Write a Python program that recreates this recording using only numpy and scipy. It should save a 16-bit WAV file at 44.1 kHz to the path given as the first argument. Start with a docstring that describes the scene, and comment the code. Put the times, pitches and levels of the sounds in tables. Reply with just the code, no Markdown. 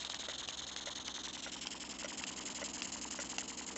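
"""Hissing puffs come first, two to each turn of a small model steam engine, heard close by as the listener rises.
The puffs are coloured noise let through by opening and closing ports, with tiny ticks of spray inside them.
Behind them lie a low buzz built from sine waves and the soft noise of the garden air and running gear.
Noise bands make the rubbing slides; short falling tones make a chirp in each turn; drops splash and ring.
The belt joint knocks with fading tones and a noisy rattle, and a thin sine whine comes up late."""
import sys
import numpy as np
from scipy.fft import rfft, irfft, next_fast_len
from scipy.io import wavfile
from scipy.ndimage import uniform_filter1d, map_coordinates

SR = 44100
rng = np.random.default_rng(int(sys.argv[2]) if len(sys.argv) > 2 else 0)


def wrap_up_sound(samples):
    """Save the sound to the file named by the first command line argument, as 16-bit audio."""
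    columns = np.atleast_2d(samples).T
    # keep every value between -1 and 1, then stretch to whole-number steps
    tamed = np.clip(columns, -1, 1)
    steps = np.round(tamed * 32767).astype(np.int16)
    wavfile.write(sys.argv[1], SR, steps)


N = 166257  # length in samples


def amp(db):
    """Turn decibels into a multiplier for the sound."""
    return 10 ** (np.asarray(db) / 20)


def unit(x):
    """Scale a sound so that its rms (average strength) is 1."""
    return x / np.sqrt(np.mean(x ** 2) + 1e-20)


def curve(rows, column=1):
    """Draw straight lines between the timed points of one column, giving a value at every sample."""
    columns = np.transpose(rows)
    return np.interp(np.arange(N) / SR, columns[0], columns[column])


def along(points, hz):
    """Read values between (pitch, value) points, spacing the pitches as the ear does (log scale)."""
    point_hz, values = np.transpose(points)
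    return np.interp(np.log(hz + 1), np.log(point_hz), values)


def wobble(rate):
    """Join random values, rate of them a second, into a smooth curve."""
    knots = rng.standard_normal(int(N * rate / SR) + 4)
    return map_coordinates(knots, [np.arange(N) * rate / SR])


def filtered(x, response):
    """Make each frequency of a sound stronger or weaker, as response says."""
    size = next_fast_len(N + SR // 2)  # spare room keeps the end from wrapping onto the start
    gains = response(np.fft.rfftfreq(size, 1 / SR))
    return irfft(rfft(x, size) * gains, size)[:N]


def noise(spectrum):
    """Colour random noise by a (pitch_hz, level_db) table, thin out its deepest bass and set rms to 1."""
    def colour(hz):
        """Table level times a gentle bass cut."""
        bass_cut = hz / (hz + spectrum[0][0] / 2)
        return amp(along(spectrum, hz)) * bass_cut
    return unit(filtered(rng.standard_normal(N), colour))


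def phase_of(hz):
    """Add up a changing pitch into the running angle of its wave, in radians."""
    return 2 * np.pi * np.cumsum(hz) / SR


def add(track, s, sound):
    """Mix a short sound into a track at s seconds, cutting it off at the track's end."""
    part = track[max(round(s * SR), 0):][:len(sound)]
    part += sound[:len(part)]


def steam(view):
    """Rushing steam is noise whose colour blends with the listener's position, plus one sliding band."""
    # colour of the steam from each position: pitch_hz, level_db
    side = [(400, -13.5), (900, -13), (1400, -10), (1850, -9.5), (2450, -23), (3050, -2), (3650, 3),
            (4200, 0), (4750, -14.5), (5350, -7), (5800, -14), (6450, -4.5), (7150, -8), (7600, -14.5),
            (8200, -21.5)]
    half_above = [(400, -15), (1500, -11), (2050, -5), (2400, -3.5), (3100, 5), (3650, -4), (4550, -5.5),
                  (5200, -1.5), (5850, -10), (6600, -1), (7200, 1), (7600, 3.5), (8200, -26)]
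    above = [(400, -8.5), (1500, -13), (2080, -7.5), (2400, -10), (2950, -1), (3620, -12), (4150, -3.5),
             (4650, -7.5), (5300, -5), (5850, -10), (6450, 2.5), (7450, 4), (8200, -21)]
    # band of hiss that slides down as the listener rises: start_s, pitch_hz, level_db
    glide = [(0, 6570, -11.5), (.8, 6550, -7.5), (1.15, 6320, -5), (1.45, 5850, -10.5), (1.75, 5300, -7),
             (2.3, 5063, -12), (3.77, 5050, -13.5)]
    glide_width_hz = 740

    hiss = np.zeros(N)
    for position, colour in enumerate((side, half_above, above)):
        share = np.clip(1 - abs(view - position), 0, 1)
        hiss += np.sqrt(share) * noise(colour)

    def slow_noise():
        """Noise near zero pitch, ready to be moved up to the band."""
        return unit(filtered(rng.standard_normal(N), lambda hz: np.exp(-2 * (hz / glide_width_hz) ** 2)))

    phase = phase_of(curve(glide))
    band = slow_noise() * np.cos(phase) + slow_noise() * np.sin(phase)
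    return hiss + amp(curve(glide, column=2)) * band


def valve(turns, opens, closes, rise, fall, sag_db):
    """A port opens and closes once a turn, and its flow sags steadily while open."""
    since_opening = (turns - opens + rise / 2) % 1  # in turns
    opening = np.clip(since_opening / rise, 0, 1)
    closing = np.clip((closes - opens - since_opening) / fall, 0, 1)
    return opening * closing * amp(-sag_db * since_opening)


def spray():
    """Tiny drops tick at random moments, each a brief fading tone."""
    drops_per_s, loudest_db, t60_s = 8.8, -35.5, .005  # t60_s: time to fade by 60 dB
    out, t = np.zeros(N), np.arange(SR // 100) / SR
    for when, size, pitch in rng.random((int(drops_per_s * N / SR), 3)):
        fade = amp(loudest_db - 5 * size - 60 * t / t60_s)
        tone = np.sin(2 * np.pi * (3000 + 4000 * pitch) * t)
        add(out, when * N / SR, fade * tone)
    return out


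def exhaust(turns):
    """Two ports let out a strong and a duller weak puff each turn, with a little leakage between."""
    # ports: opens_turn (middle of the rise), closes_turn (shut half a rise before this),
    # rise_turns, fall_turns, sag_db per turn
    strong_puff = (0.0016, 0.44, 0.029, 0.071, 3)
    weak_puff = (0.5, 0.87, 0.02, 0.03, 10.4)
    # level of each puff: start_s, level_db
    strong_db = [(0, -43.5), (.7, -45), (1.2, -44), (1.6, -45), (2.2, -44.5), (2.9, -43), (3.3, -42.5),
                 (3.77, -44)]
    weak_db = [(0, -44), (.7, -44), (1.2, -44), (1.6, -47.5), (2.2, -45), (2.9, -43.5), (3.77, -45)]
    # duller colour of the weak puff: pitch_hz, level_db
    weak_tilt = [(600, 3.5), (3000, 0.5), (5000, -2), (7500, -4)]
    # where the listener is: start_s, position (0 side, 1 half above, 2 above)
    view_points = [(0, 0.11), (1.2, 0), (1.85, 1.32), (2.3, 1.63), (2.9, 2), (3.77, 1.88)]
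    leak_db = -19.5  # next to the strong puff
    flutter_db, scatter_db = 1.58, 0.68  # scale of fast roughness and of slower wandering

    view = curve(view_points)
    strong_gate = valve(turns, *strong_puff)
    weak_gate = valve(turns, *weak_puff)
    strong = amp(curve(strong_db)) * np.hypot(strong_gate, amp(leak_db)) * steam(view)
    dull_steam = filtered(steam(view), lambda hz: amp(along(weak_tilt, hz)))
    weak = amp(curve(weak_db)) * weak_gate * dull_steam
    roughness = amp(flutter_db * wobble(450) + scatter_db * wobble(20))
    return (strong + weak) * roughness + spray() * (strong_gate + weak_gate)


def drone():
    """A low motor-like buzz adds sine waves at multiples of its pitch; its pattern repeats every four beats."""
    # main pitch before a slight wobble: start_s, pitch_hz
    pitch_points = [(0, 65.2), (1, 65), (2, 64.7), (3, 64.4), (3.77, 64.3)]
    # level of the upper and in-between waves together: start_s, level_db
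    upper_db = [(0, -13), (.7, -10.5), (1.3, -5), (2, -3), (3, -1.5), (3.77, -2.5)]
    # sine waves (partials): multiple of the main pitch, level_db
    low = [(1, -68.5), (2, -72)]
    high = [(3, -61), (4, -56.5), (5, -70)]
    between = [(2.75, -71), (3.25, -64.5), (3.5, -63), (3.75, -68), (4.25, -70.5), (4.5, -63), (4.75, -60),
               (5.25, -64), (5.75, -69)]
    disorder_rad = .3  # random shift between partials

    phase = phase_of(curve(pitch_points) * (1 + 0.0011 * wobble(6.3)))

    def partials(rows, spread):
        """Add the waves, nearly in step or spread out over the pattern."""
        total = np.zeros(N)
        for multiple, db in rows:
            quarters = round(4 * multiple)  # counted in quarters of the main pitch
            shift = spread * np.pi * quarters * quarters / 13 + disorder_rad * rng.standard_normal()
            total += np.sqrt(2) * amp(db) * np.cos(quarters * phase / 4 + shift)
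        return total

    upper = partials(high, False) + partials(between, True)
    return partials(low, False) + amp(curve(upper_db)) * upper


def air():
    """Garden air and running gear make a steady coloured noise whose level drifts."""
    # colour: pitch_hz, level_db
    colour = [(25, -7), (60, 2.5), (110, -1), (250, 2), (420, 2), (600, 2), (1000, 2), (1600, -7),
              (3000, -8), (8000, -23.5)]
    # overall level: start_s, level_db
    level = [(0, -56), (1.5, -57.5), (2.3, -54.5), (3.77, -57)]
    return amp(curve(level)) * noise(colour)


def slides(turns):
    """Rods and slides rub at the same places in every turn, each giving a swell of band noise."""
    # rubbing places: centre_turn, width_turns, pitch_hz, bandwidth_hz, level_db at the centre
    rubs = [(.27, 0.035, 2050, 670, -50), (0.356, 0.023, 2880, 583, -51.5), (.52, 0.029, 1026, 468, -53),
            (0.619, 0.055, 1170, 487, -59.5), (0.811, 0.016, 1944, 900, -62.5)]
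    out = np.zeros(N)
    for centre, width, hz, band_hz, db in rubs:
        rub = unit(filtered(rng.standard_normal(N), lambda f: 1 / (1 + (2 * (f - hz) / band_hz) ** 2)))
        from_centre = (turns - centre + .5) % 1 - .5  # in turns
        out += amp(db) * rub * np.exp(-(from_centre / width) ** 2)
    return out


def chirps(turns):
    """A short wet tone falls in pitch as the strong puff shuts off, a little different each turn."""
    # level before scatter and colouring: start_s, level_db
    level = [(0, -40), (.7, -46.5), (1.25, -40), (1.6, -42), (2.5, -42), (3.77, -42.5)]
    # starting pitch: start_s, multiple of base_hz
    start_pitch = [(0, 1.38), (1.1, 1.2), (1.7, 0.978), (3.77, 0.87)]
    # colour: pitch_hz, level_db
    body = [(500, -9), (950, 3.5), (1180, -6), (1600, -1), (2000, -0.5), (2800, -4.5)]
    at_turn, base_hz, end_hz = .415, 2760, 684
    glide_s, length_s = 0.00198, 0.0073
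    rough_rad, scatter_db = .55, 1.2

    out, t = np.zeros(N), np.arange(SR // 50) / SR
    times = np.interp(np.arange(int(turns[-1])) + at_turn, turns, np.arange(N) / SR)
    start_hz = base_hz * curve(start_pitch)
    shape = np.sin(np.pi * np.clip(t / length_s, 0, 1) ** 0.57)  # quick rise, slower fall
    for s, (size, tune, late) in zip(times, rng.standard_normal((len(times), 3))):
        pitch = end_hz + (start_hz[int(s * SR)] - end_hz) * np.exp(-t / glide_s)
        rough = rough_rad * unit(uniform_filter1d(rng.standard_normal(len(t)), size=24))
        tone = np.sin(phase_of(pitch * (1 + 0.057 * tune)) + rough)
        add(out, s + 0.00035 * late, amp(scatter_db * size) * shape * tone)
    return filtered(out * amp(curve(level)), lambda hz: amp(along(body, hz)))


def spits():
    """Each drop of water bursts with a noisy splash and rings the exhaust pipe briefly at two pitches."""
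    # drops: start_s, level_db (shared by ring and splash), pitch_hz, t60_s (time to fade by 60 dB)
    drops = [(0.049, -24, 3700, 0.0056), (0.0987, -25.5, 3730, 0.013), (0.1447, -25, 3800, 0.011),
             (0.196, -25.5, 3760, 0.0094), (0.4864, -24, 2900, 0.015), (.7634, -20, 3400, 0.006),
             (0.959, -25.5, 3260, 0.005), (1.0803, -25.5, 3020, 0.016), (1.67, -22, 3180, 0.011),
             (2.238, -25.5, 2740, 0.015), (2.820, -23.5, 2740, 0.013), (3.111, -28, 7100, 0.0077),
             (3.383, -21, 2750, 0.014)]
    # colour of the splash: pitch_hz, level_db
    splash_colour = [(200, -15.5), (700, 7.5), (1600, 2), (3000, 3.5), (4500, 3), (6200, 6), (8200, -14)]
    ring_db, upper_db, splash_db = -3.5, -8, -5  # each next to the drop's level
    upper_hz, attack_s = 4900, 0.00039

    out, splash, t = np.zeros(N), np.zeros(N), np.arange(SR // 20) / SR
    for s, db, hz, t60 in drops:
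        shape = amp(db - 60 * t / t60) * (1 - np.exp(-t / attack_s))
        add(out, s, amp(ring_db) * shape * np.sin(2 * np.pi * hz * t))
        add(out, s, amp(upper_db) * shape * np.sin(2 * np.pi * upper_hz * t))
        add(splash, s, amp(splash_db) * shape)
    return out + splash * noise(splash_colour)


def belt():
    """The belt joint strikes the pulley twice in quick succession, ringing several pitches and rattling."""
    # knocks: start_s, level_db, ping_db (bright ping)
    knocks = [(.2845, -34.5, -50), (.8712, -34.5, -45), (1.463, -37, -40), (2.0447, -34, -33.5),
              (2.6165, -33, -41), (3.189, -31.5, -34.5), (3.761, -34, -41)]
    # both ends of the joint: delay_s, level_db next to the knock
    contacts = [(0, -3), (.0108, -4.5)]
    # ringing tones before random changes: pitch_hz, level_db, t60_s
    modes = [(597, 0, 0.038), (944, -7.5, 0.021), (1419, -3.5, 0.034), (2010, -1.5, 0.031), (2930, -4, .02)]
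    # colour of the rattle: pitch_hz, level_db
    rattle_colour = [(300, -39), (520, 8.5), (1500, 6), (2200, 5.5), (3500, -2), (8000, -26)]
    rattle_db, rattle_t60_s = -8.5, 0.047
    ping_hz, ping_t60_s, attack_s = 5770, 0.025, 0.00082

    out, t = np.zeros(N), np.arange(SR // 10) / SR
    rattle_power = np.zeros(N)
    for s, db, ping_db in knocks:
        for delay, contact_db in contacts:
            ring = np.zeros(len(t))
            for hz, level, t60 in modes:
                fade = amp(level + rng.normal(0, 2.2) - 60 * t / t60)
                ring += fade * np.sin(2 * np.pi * hz * rng.normal(1, 0.014) * t)
            ping = amp(ping_db - 60 * t / ping_t60_s) * np.sin(2 * np.pi * ping_hz * t)
            attack = 1 - np.exp(-t / attack_s)
            add(out, s + delay, amp(contact_db) * (amp(db) * ring + ping) * attack)
            rattle_fade = amp(db + contact_db + rattle_db - 60 * t / rattle_t60_s)
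            add(rattle_power, s + delay, rattle_fade ** 2)
    return out + np.sqrt(rattle_power) * noise(rattle_colour)


def whine():
    """A thin sine tone with a slightly unsteady pitch, very faint at first and rising late."""
    # pitch before the wobble, and level: start_s, pitch_hz, level_db
    points = [(0, 471, -84), (2.2, 470.6, -76.5), (3.1, 469, -71.5), (3.45, 461, -64.5), (3.77, 461, -62)]
    phase = phase_of(curve(points) * (1 + 0.0046 * wobble(20)))
    return np.sqrt(2) * amp(curve(points, column=2)) * np.sin(phase)


def scene():
    """The crank times puffs, rubs and chirps; the other sounds keep their own times."""
    # crank speed: start_s, turns per second
    speed = [(0, 10.55), (.45, 10.47), (1, 10.57), (1.5, 10.64), (2, 10.69), (2.6, 10.72), (3.1, 10.75),
             (3.77, 10.72)]
    turns = np.cumsum(curve(speed)) / SR
    engine = exhaust(turns) + slides(turns) + chirps(turns) + spits() + belt()
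    return (engine + drone() + air() + whine())[None]


def record(dry):
    """The microphone cuts the treble very steeply around its upper limit."""
    top_hz = 8300
    return filtered(dry[0], lambda hz: 1 / np.sqrt(1 + (hz / top_hz) ** 110))[None]


dry = scene()
out = record(dry)
wrap_up_sound(out)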